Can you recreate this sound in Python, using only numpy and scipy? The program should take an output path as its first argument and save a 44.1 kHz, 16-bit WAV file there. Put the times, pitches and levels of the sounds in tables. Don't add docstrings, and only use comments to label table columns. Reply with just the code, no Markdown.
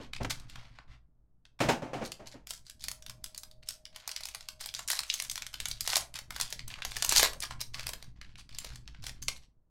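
import sys
import numpy as np
from scipy import signal
from scipy.fft import rfft, irfft
from scipy.io import wavfile
from scipy.ndimage import uniform_filter1d

SR = 44100
rng = np.random.default_rng(int(sys.argv[2]) if len(sys.argv) > 2 else 0)


def to_wav(s):
    ch = np.atleast_2d(s).T
    pcm = np.round(np.clip(ch, -1, 1) * 32767)
    wavfile.write(sys.argv[1], SR, pcm.astype(np.int16))


N = 427769
TIME = np.arange(N) / SR

# start t/s, length t/s, level/dB before trim, pitch f/Hz
RUBBING_STROKES = [(0.0, 0.081, -52.5, 1870), (.132, 0.011, -43, 2500), (.161, 0.011, -43.5, 2200),
                   (0.227, 0.015, -43.5, 2770), (.297, 0.032, -30, 3000), (0.335, 0.18, -61, 1274),
                   (0.481, 0.079, -56, 3000), (0.528, 0.21, -56, 1140), (0.72, .13, -63.5, 1730),
                   (0.873, 0.12, -61, 1300), (1.59, .015, -47.5, 1520), (2.037, 0.045, -41, 4100),
                   (2.257, 0.038, -45.5, 2680), (2.31, 0.044, -52.5, 3530), (2.471, 0.13, -48.5, 7000),
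                   (2.651, 0.055, -55.5, 6500), (2.794, 0.096, -49.5, 5000), (3.206, .3, -71, 4000),
                   (3.624, 0.019, -54.5, 2600), (3.659, 0.11, -49, 5000), (3.921, 0.19, -56, 2580),
                   (4.07, 0.45, -54.5, 3500), (4.594, 0.11, -44, 4130), (4.748, 0.11, -47, 4000),
                   (4.872, 0.12, -31.5, 4700), (5.057, 0.24, -43, 4250), (5.268, .22, -65, 4000),
                   (5.528, 0.017, -42.5, 2400), (5.562, 0.36, -54, 3500), (5.84, 0.2, -34, 4000),
                   (6.142, 0.072, -44, 2000), (6.329, 0.23, -43.5, 3000), (6.674, .12, -49, 2400),
                   (6.78, 0.034, -48, 1200), (6.871, 0.31, -42.5, 3440), (7.082, 0.12, -30, 3300),
                   (7.151, 0.078, -20.5, 4360), (7.22, 0.061, -24, 2240), (7.411, 0.058, -35.5, 2900),
                   (7.499, 0.047, -47, 2500), (7.591, 0.033, -54, 2500), (7.73, 0.17, -44.5, 2160),
                   (7.929, 0.19, -62.5, 2500), (8.155, 0.052, -68, 1800), (8.215, .14, -61, 2200),
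                   (8.376, 0.044, -48, 3000), (8.495, 0.15, -52.5, 3100), (8.591, .19, -49, 2800),
                   (8.797, 0.51, -70, 2500), (9.126, 0.13, -68.5, 1900), (9.021, 0.09, -44.5, 4360),
                   (9.22, .02, -37.5, 4900), (9.359, 0.023, -49, 5620), (9.412, 0.053, -63, 4370)]
# t/s, level/dB over 5 ms before trim, pitch f/Hz, sharpness of that pitch/dB per octave
WRAPPER_SNAPS = [(0.134, -35.5, 2500, 12), (0.164, -42, 2280, 15), (0.399, -51.0, 6800, 5),
                 (0.498, -49, 2800, 4.5), (0.557, -44.5, 1490, 9), (0.787, -47, 1150, 14.0),
                 (1.453, -55, 2300, 8.5), (2.119, -37, 3430, 6.5), (2.471, -44, 5040, 2.5),
                 (2.507, -34.5, 9000, 2), (2.536, -44, 8000, 2.5), (2.698, -43.5, 5700, 4.5),
                 (2.84, -36, 4900, 4.5), (2.884, -31.5, 5860, 5), (2.915, -36.5, 9000, 3.5),
                 (3.024, -49, 9000, 3), (3.064, -42.5, 3850, 5.5), (3.097, -40, 3100, 3),
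                 (3.242, -35.5, 6960, 3.5), (3.347, -44.0, 4500, 3.5), (3.378, -37.5, 8500, 6),
                 (3.434, -43, 5700, 4), (3.513, -53.5, 9000, 6), (3.688, -31, 5700, 6),
                 (3.854, -42.5, 4600, 8), (3.961, -41.5, 2820, 4), (4.077, -34, 9000, 1.5),
                 (4.092, -38, 2810, 4), (4.115, -36.5, 3460, 10.0), (4.163, -33, 4280, 10),
                 (4.207, -43, 1600, 1.5), (4.235, -38.5, 4600, 8), (4.255, -35.5, 7200, 4),
                 (4.287, -40.5, 4800, 4), (4.348, -36, 3170, 2), (4.408, -45, 3900, 7.5),
                 (4.487, -36, 4170, 5), (4.611, -39.5, 3300, 1), (4.66, -36, 9000, 1.5),
                 (4.689, -39, 3320, 14), (4.74, -37.5, 4550, 5), (4.749, -33.5, 4650, 12),
                 (4.792, -36, 1820, 3.5), (4.886, -33, 5100, 4), (4.902, -26.5, 9000, 1),
                 (4.932, -32, 9000, -1.5), (4.991, -26.5, 3700, 3.5), (5.034, -38.5, 2860, 7),
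                 (5.1, -24.5, 3770, 24), (5.14, -29, 5100, 2.5), (5.2, -30, 3500, 4),
                 (5.223, -34.5, 9000, 7), (5.249, -41.5, 3300, 5), (5.298, -31.5, 5000, 8),
                 (5.314, -34, 6000, 4), (5.357, -34.5, 5340, 4), (5.378, -35.5, 2560, 5.5),
                 (5.421, -35.5, 3280, 7.5), (5.466, -38, 3700, 6.5), (5.541, -36, 1900, 5.5),
                 (5.602, -32.5, 2760, 4.0), (5.656, -30, 4300, 5.0), (5.685, -35, 9000, 4),
                 (5.713, -32, 4400, 7.5), (5.808, -29, 7600, 5.5), (5.876, -27.5, 3100, 0.5),
                 (5.902, -30.5, 3900, 5.0), (5.932, -27.5, 1250, 5.5), (5.957, -21.5, 3700, 4.5),
                 (5.967, -23, 1000, -0.5), (6.141, -43, 4300, 8.0), (6.157, -38.5, 2500, 4.5),
                 (6.189, -38, 1200, 1), (6.306, -37.0, 1310, 3.5), (6.363, -37, 3100, 0.5),
                 (6.4, -31, 1330, 2), (6.412, -26, 6400, 4.5), (6.504, -44.5, 9000, 9),
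                 (6.526, -33, 3300, 1), (6.593, -38.5, 2700, 9.5), (6.68, -41, 8500, 4),
                 (6.702, -44, 2520, 15), (6.74, -39, 2800, 15), (6.821, -34, 2370, 13),
                 (6.85, -31, 2960, 3.5), (6.918, -39, 2530, 6.5), (6.967, -31, 2330, 3.5),
                 (7.024, -24.0, 3260, 3.5), (7.048, -25.5, 9000, 0), (7.093, -22, 7600, 8.5),
                 (7.123, -23.0, 3700, 1), (7.162, -19.5, 4100, 4.5), (7.196, -21.5, 1110, 0.5),
                 (7.23, -18.5, 2520, 2), (7.333, -41, 2900, 3), (7.404, -36, 9000, 5),
                 (7.435, -35, 1500, 3), (7.509, -38, 1630, 7), (7.606, -37.5, 3700, 2.5),
                 (7.613, -31.5, 5140, 4.5), (7.744, -36, 2700, 9.5), (7.795, -37, 2100, 6),
                 (7.868, -32, 3700, 3.5), (7.891, -34.5, 2920, 1.5), (7.934, -36.5, 1000, 0),
                 (8.026, -45.5, 3950, 2), (8.214, -44.5, 2220, 11), (8.356, -50.5, 2700, 10.5),
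                 (8.492, -51, 2200, 6.5), (8.586, -34, 5850, 5.5), (8.646, -41.5, 1100, 0.5),
                 (8.758, -46.0, 3740, 4.5), (8.877, -45.5, 2520, 8), (8.947, -53, 2020, 11),
                 (9.04, -45, 3300, 1.5), (9.067, -36, 4060, 3.5), (9.094, -41.5, 2580, 4),
                 (9.283, -25.5, 2700, 7)]
# f/Hz, level/dB
FOIL_TONE = [(150, -21), (400, -4), (700, 2), (1000, 1), (1450, -1), (2150, 0), (2900, -0.5), (4500, 3),
             (8000, 0), (13000, -4), (16000, -11.5)]
# f/Hz, width/Hz, level/dB
POUCH_MODES = [(590, 150, 1), (1080, 180, 2), (1700, 100, 3), (2430, 120, 0.5)]
# t/s, level/dB, rise t/s, decay t/s, tilt/dB per octave, note of the struck panel f/Hz
BOX_KNOCKS = [(0.001, -44, 0.00025, 0.031, -3.5, 253), (0.202, -35.5, 0.0084, 0.015, -3.5, 222),
              (0.247, -28, 0.00031, 0.0064, -0.5, 805), (1.603, -24.5, 0.0013, 0.041, 0, 576),
              (1.645, -32.5, 0.012, 0.042, -8, 170), (1.684, -23, 0.0069, 0.028, 0.2, 790),
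              (1.82, -36.5, 0.0012, 0.054, -2.5, 594), (1.931, -35.5, 0.0032, 0.056, -1.5, 720),
              (2.009, -35, 0.011, 0.02, -2.5, 513), (2.193, -49, 0.005, 0.049, -2, 620),
              (2.338, -50, 0.0093, 0.034, -2.5, 272), (9.283, -38, 0.0005, 0.0031, 2, 722)]
# f/Hz, level/dB
BOX_TONE = [(50, -21.5), (75, -9), (110, -4), (200, -1.5), (500, -6.5), (900, -2.5), (1200, -5.5),
            (2800, -10), (3600, -15), (6500, -18), (11000, -30.5), (16000, -37.5)]
# f/Hz, width/Hz, level/dB
BOX_MODES = [(125, 10, 6), (156, 4.9, 3), (238, 15, 7.5), (296, 30, 6.5), (364, 13, 3.5), (525.3, 38, 8),
             (666, 66, 5), (775.5, 13, 6), (896.4, 46, 3)]
# t/s, level/dB before trim
FOREARM_LEAN = [(0.0, -52), (.55, -50), (1.1, -70.5), (1.5, -71.5), (1.9, -60), (2.6, -62.5), (3.2, -60.5),
                (4.0, -66), (5.1, -61.5), (5.8, -56), (7.2, -51.5), (8.3, -55), (9.25, -52), (9.45, -61.5),
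                (9.56, -71.5)]
# t/s, level/dB before trim, pitch f/Hz
DESK_THUMPS = [(0.199, -34.5, 90), (.88, -48, 70), (1.611, -42, 75), (2.86, -52, 150), (3.07, -51.5, 140),
               (4.52, -57, 60), (5.669, -42.5, 60), (6.589, -45, 110), (7.169, -38, 40), (7.811, -42.5, 60),
               (8.689, -42.5, 55), (8.98, -45.5, 110), (9.2, -48.5, 130)]
# f/Hz, level/dB
DESK_TONE = [(8, 10), (18, 8), (30, -9), (45, -1.5), (80, -14), (110, -7.5), (160, -12), (200, -17),
             (280, -19.5), (500, -38.5), (1500, -70.5)]
# f/Hz, width/Hz, level/dB
DESK_MODES = [(55.3, 14, 10.5), (120, 11, 9.5)]
# f/Hz, level/dB
AIR_TONE = [(30, -1.5), (120, -9.5), (300, -18.5), (1200, -30.5), (2500, -47.5), (16000, -50.5)]
# t/s, level/dB
WHINE_LEVEL = [(2.5, -100), (2.9, -72), (4.6, -73), (6.4, -80), (7.4, -100)]
# f/Hz, level/dB
WHINE_BAND = [(300, -35.5), (540, -9), (635, -5.5), (760, -10.5), (1400, -42)]
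# f/Hz, time to fall 60 dB t/s
ROOM_DECAY = [(150, 0.14), (400, 0.43), (1000, 0.29), (3000, 0.2), (6000, 0.2), (10000, 0.2), (16000, .17)]

OPEN_S = 6.5
BOXED_S = 1.5
AIR_DB, WHINE_HZ, EDGE_HZ = -76, 624, 16100


def amp(db):
    return 10 ** (np.asarray(db) / 20)


def unit(x):
    return x / np.sqrt(np.mean(x ** 2) + 1e-20)


def add(mix, s, sound):
    part = mix[max(round(s * SR), 0):][:len(sound)]
    part += sound[:len(part)]


def bins(size):
    return np.fft.rfftfreq(size, 1 / SR)


def read(points, hz):
    f, value = np.transpose(points)
    return np.interp(np.log(hz + 1), np.log(f), value)


def humps(modes, hz):
    return sum(db / (1 + (2 * (hz - f) / width) ** 2) for f, width, db in modes)


def ring(db):
    cepstrum = irfft(np.log(amp(db)))
    half = len(cepstrum) // 2
    cepstrum[1:half] *= 2
    cepstrum[half + 1:] = 0
    return irfft(np.exp(rfft(cepstrum)))[:half]


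def colour(x, points, modes=(), size=32768):
    hz = bins(size)
    body = ring(read(points, hz) + humps(modes, hz))
    return unit(signal.oaconvolve(x, body)[:len(x)])


def grains(length, per_s, spread_db, most=3):
    strength = np.minimum(rng.exponential(1, length), most)
    return amp(spread_db * strength) * (rng.random(length) < per_s / SR)


def facet(s, db, pitch, sharp, ripple_db, loose_db=9, loose_hz=310, taut_db=-5, taut_hz=600,
          firm_db=-42, dulling=0.82, dull_hz=8000, smooth_bins=12, size=1024):
    hz = bins(size)
    peak = -sharp * np.hypot(np.log2((hz + 1) / pitch), .3)
    modes = ripple_db * unit(uniform_filter1d(rng.standard_normal(len(hz)), smooth_bins))
    if s > OPEN_S:
        sheet = loose_db / (1 + (hz / loose_hz) ** 4) + humps(POUCH_MODES, hz)
    else:
        sheet = taut_db / (1 + (hz / taut_hz) ** 4)
    gentle = dulling * min(db - firm_db, 0) * hz ** 4 / (hz ** 4 + dull_hz ** 4)
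    return ring(read(FOIL_TONE, hz) + peak + modes + sheet + gentle)


def rubbing(per_s=300, boxed_per_s=1700, spread_db=7.0, grain_s=0.0012, sharp=7, scatter_octaves=0.75,
            ripple_db=2.5, trim_db=-1, patches=5):
    out, fade = np.zeros(N), np.exp(-1 / (grain_s * SR))
    for start, length, db, pitch in RUBBING_STROKES:
        t = np.arange(0, length, 1 / SR)
        crackle = np.zeros(len(t))
        rate = boxed_per_s if start < BOXED_S else per_s
        for octaves in scatter_octaves * np.linspace(-1, 1, patches):
            slips = signal.lfilter([1], [1, -fade], grains(len(t), rate, spread_db))
            slips = slips * rng.standard_normal(len(t))
            patch = facet(start, db, pitch * 2 ** octaves, sharp, ripple_db)
            crackle += signal.fftconvolve(slips, patch)[:len(t)]
        pressure = np.interp(t / length, [0, 0.3, 1], [.2, 1, 0.09])
        add(out, start, amp(db + trim_db) * pressure * unit(crackle))
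    return out


def desk(trim_db=5.5, bumps_per_s=140, spread_db=3):
    bumps = grains(N, bumps_per_s, spread_db) * rng.choice([-1, 1], N)
    lean_db = np.interp(TIME, *np.transpose(FOREARM_LEAN))
    return colour(bumps, DESK_TONE, DESK_MODES) * amp(lean_db + trim_db)


def room_air():
    return amp(AIR_DB) * colour(rng.standard_normal(N), AIR_TONE)


def box(panel_db=6, panel_octaves=0.17, size=16384):
    out, hz, t = np.zeros(N), bins(size), np.arange(size) / SR
    body = read(BOX_TONE, hz) + humps(BOX_MODES, hz)
    for s, db, rise, decay, tilt, note in BOX_KNOCKS:
        octaves = np.log2((hz + 10) / note)
        struck = panel_db * np.exp(-(octaves / panel_octaves) ** 2)
        panel = ring(body + tilt * octaves + struck)
        rattle = np.minimum(t / rise, 1) * np.exp(-np.maximum(t - 2 * rise, 0) / decay)
        knock = signal.fftconvolve(rattle * rng.standard_normal(size), panel)
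        add(out, s, amp(db) * knock * np.linalg.norm(rattle) / np.linalg.norm(knock))
    return out


def flexing(from_hz=680, to_hz=170, fall_s=.028, ring_s=0.036, rise_s=0.0023, full_s=.03, waver=0.056,
            trim_db=-6, size=12000):
    out, t = np.zeros(N), np.arange(size) / SR
    note = to_hz + (from_hz - to_hz) * np.exp(-t / fall_s)
    envelope = np.minimum(t / rise_s, 1) * np.exp(-t / ring_s)
    for s, db, _, decay, _, _ in BOX_KNOCKS:
        wobble = unit(uniform_filter1d(rng.standard_normal(size), size=300))
        phase = 2 * np.pi * np.cumsum(note * (1 + waver * wobble)) / SR
        bend = min(decay / full_s, 1)
        add(out, s, amp(db + trim_db) * bend * envelope * np.sqrt(2) * np.sin(phase))
    return out


def bending_wave(spread_s, size=128):
    hz = bins(size)
    delay = .0002 + spread_s * (1 - np.sqrt(hz / hz[-1]))
    return irfft(np.exp(-2j * np.pi * np.cumsum(delay) * hz[1]))


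def with_followers(within_s=.022, after_db=-10.5, weaker_db=2, octaves=0.67):
    after = []
    for s, db, pitch, sharp in WRAPPER_SNAPS:
        wait, weak, shift = rng.random(3)
        near_pitch = pitch * 2 ** (octaves * (2 * shift - 1))
        after.append((s + within_s * wait, db + after_db - weaker_db * weak, near_pitch, sharp))
    return list(WRAPPER_SNAPS) + after


def snaps(crack=1.8, spread_s=.0011, give_s=0.00094, give_hz=3520, give_slope=.3, rise=0.37, echo=0.46,
          echo_s=.0023, hiss=0.035, hiss_s=0.0031, ripple_db=2.0, trim_db=0.51, lead_s=.005, size=1300):
    out, t = np.zeros(N), np.arange(size) / SR - lead_s
    first = crack * bending_wave(spread_s)
    for s, db, pitch, sharp in with_followers():
        age = np.maximum(t, 0) / (give_s * (give_hz / pitch) ** give_slope)
        give = (1 - np.exp(-age / rise)) * np.exp(-age)
        back = np.interp(t - echo_s * rng.uniform(0.63, 1.3), t, give)
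        around = hiss * np.exp(-abs(t) / hiss_s)
        burst = (give + echo * back + around) * rng.standard_normal(size)
        add(burst, lead_s - spread_s / 2, first)
        snap = np.convolve(burst, facet(s, db, pitch, sharp, ripple_db))
        snap *= np.sqrt(SR / 200) / np.linalg.norm(snap)
        add(out, s - lead_s, amp(db + trim_db) * snap)
    return out


def thumps(rise_s=.015, fall_s=0.051, sharp=7, trim_db=-1, size=16384):
    out, hz, t = np.zeros(N), bins(size), np.arange(size) / SR
    push = np.minimum(t / rise_s, 1) * np.exp(-t / fall_s)
    for s, db, pitch in DESK_THUMPS:
        focus = -sharp * abs(np.log2((hz + 1) / pitch))
        body = ring(read(DESK_TONE, hz) + humps(DESK_MODES, hz) + focus)
        thump = signal.fftconvolve(push * rng.standard_normal(size), body)
        thump *= np.linalg.norm(push) / push.max() / np.linalg.norm(thump)
        add(out, s, amp(db + trim_db) * thump)
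    return out


def whine(waver=0.005, flicker=0.25, halo_db=-5):
    drift, swell = (unit(uniform_filter1d(row, size=1200)) for row in rng.standard_normal((2, N)))
    phase = 2 * np.pi * np.cumsum(WHINE_HZ * (1 + waver * drift)) / SR
    tone = np.sqrt(2) * (1 + flicker * swell) * np.sin(phase)
    halo = amp(halo_db) * colour(rng.standard_normal(N), WHINE_BAND)
    return (tone + halo) * amp(np.interp(TIME, *np.transpose(WHINE_LEVEL)))


def room(x, wet_db, gap_s=0.0029, shift_s=.37, patterns=3, taps_per_s=5000, size=22050):
    out = x.copy()
    for k in range(patterns):
        taps = rng.standard_normal(size) * (rng.random(size) < taps_per_s / SR)
        hz, t, z = signal.stft(taps, SR, nperseg=256)
        decay = amp(-60 * t / read(ROOM_DECAY, hz)[:, None])
        tail = signal.istft(z * decay, SR)[1]
        tail = tail * np.clip(np.arange(len(tail)) / SR / gap_s - 1, 0, 1)
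        share = np.sqrt(2 / patterns) * np.cos(np.pi * (TIME / shift_s + k / patterns))
        out += amp(wet_db) * signal.oaconvolve(x * share, tail / np.linalg.norm(tail))[:N]
    return out


def scene():
    near = room(rubbing() + snaps(), wet_db=-8.5)
    box_sound = room(box() + flexing(), wet_db=-12.5)
    return (near + box_sound + desk() + thumps() + room_air() + whine())[None]


def record(dry):
    lowpass = signal.firwin(401, EDGE_HZ, window=("kaiser", 8), fs=SR)
    return signal.oaconvolve(dry, lowpass[None], "same")


dry = scene()
out = record(dry)
to_wav(out)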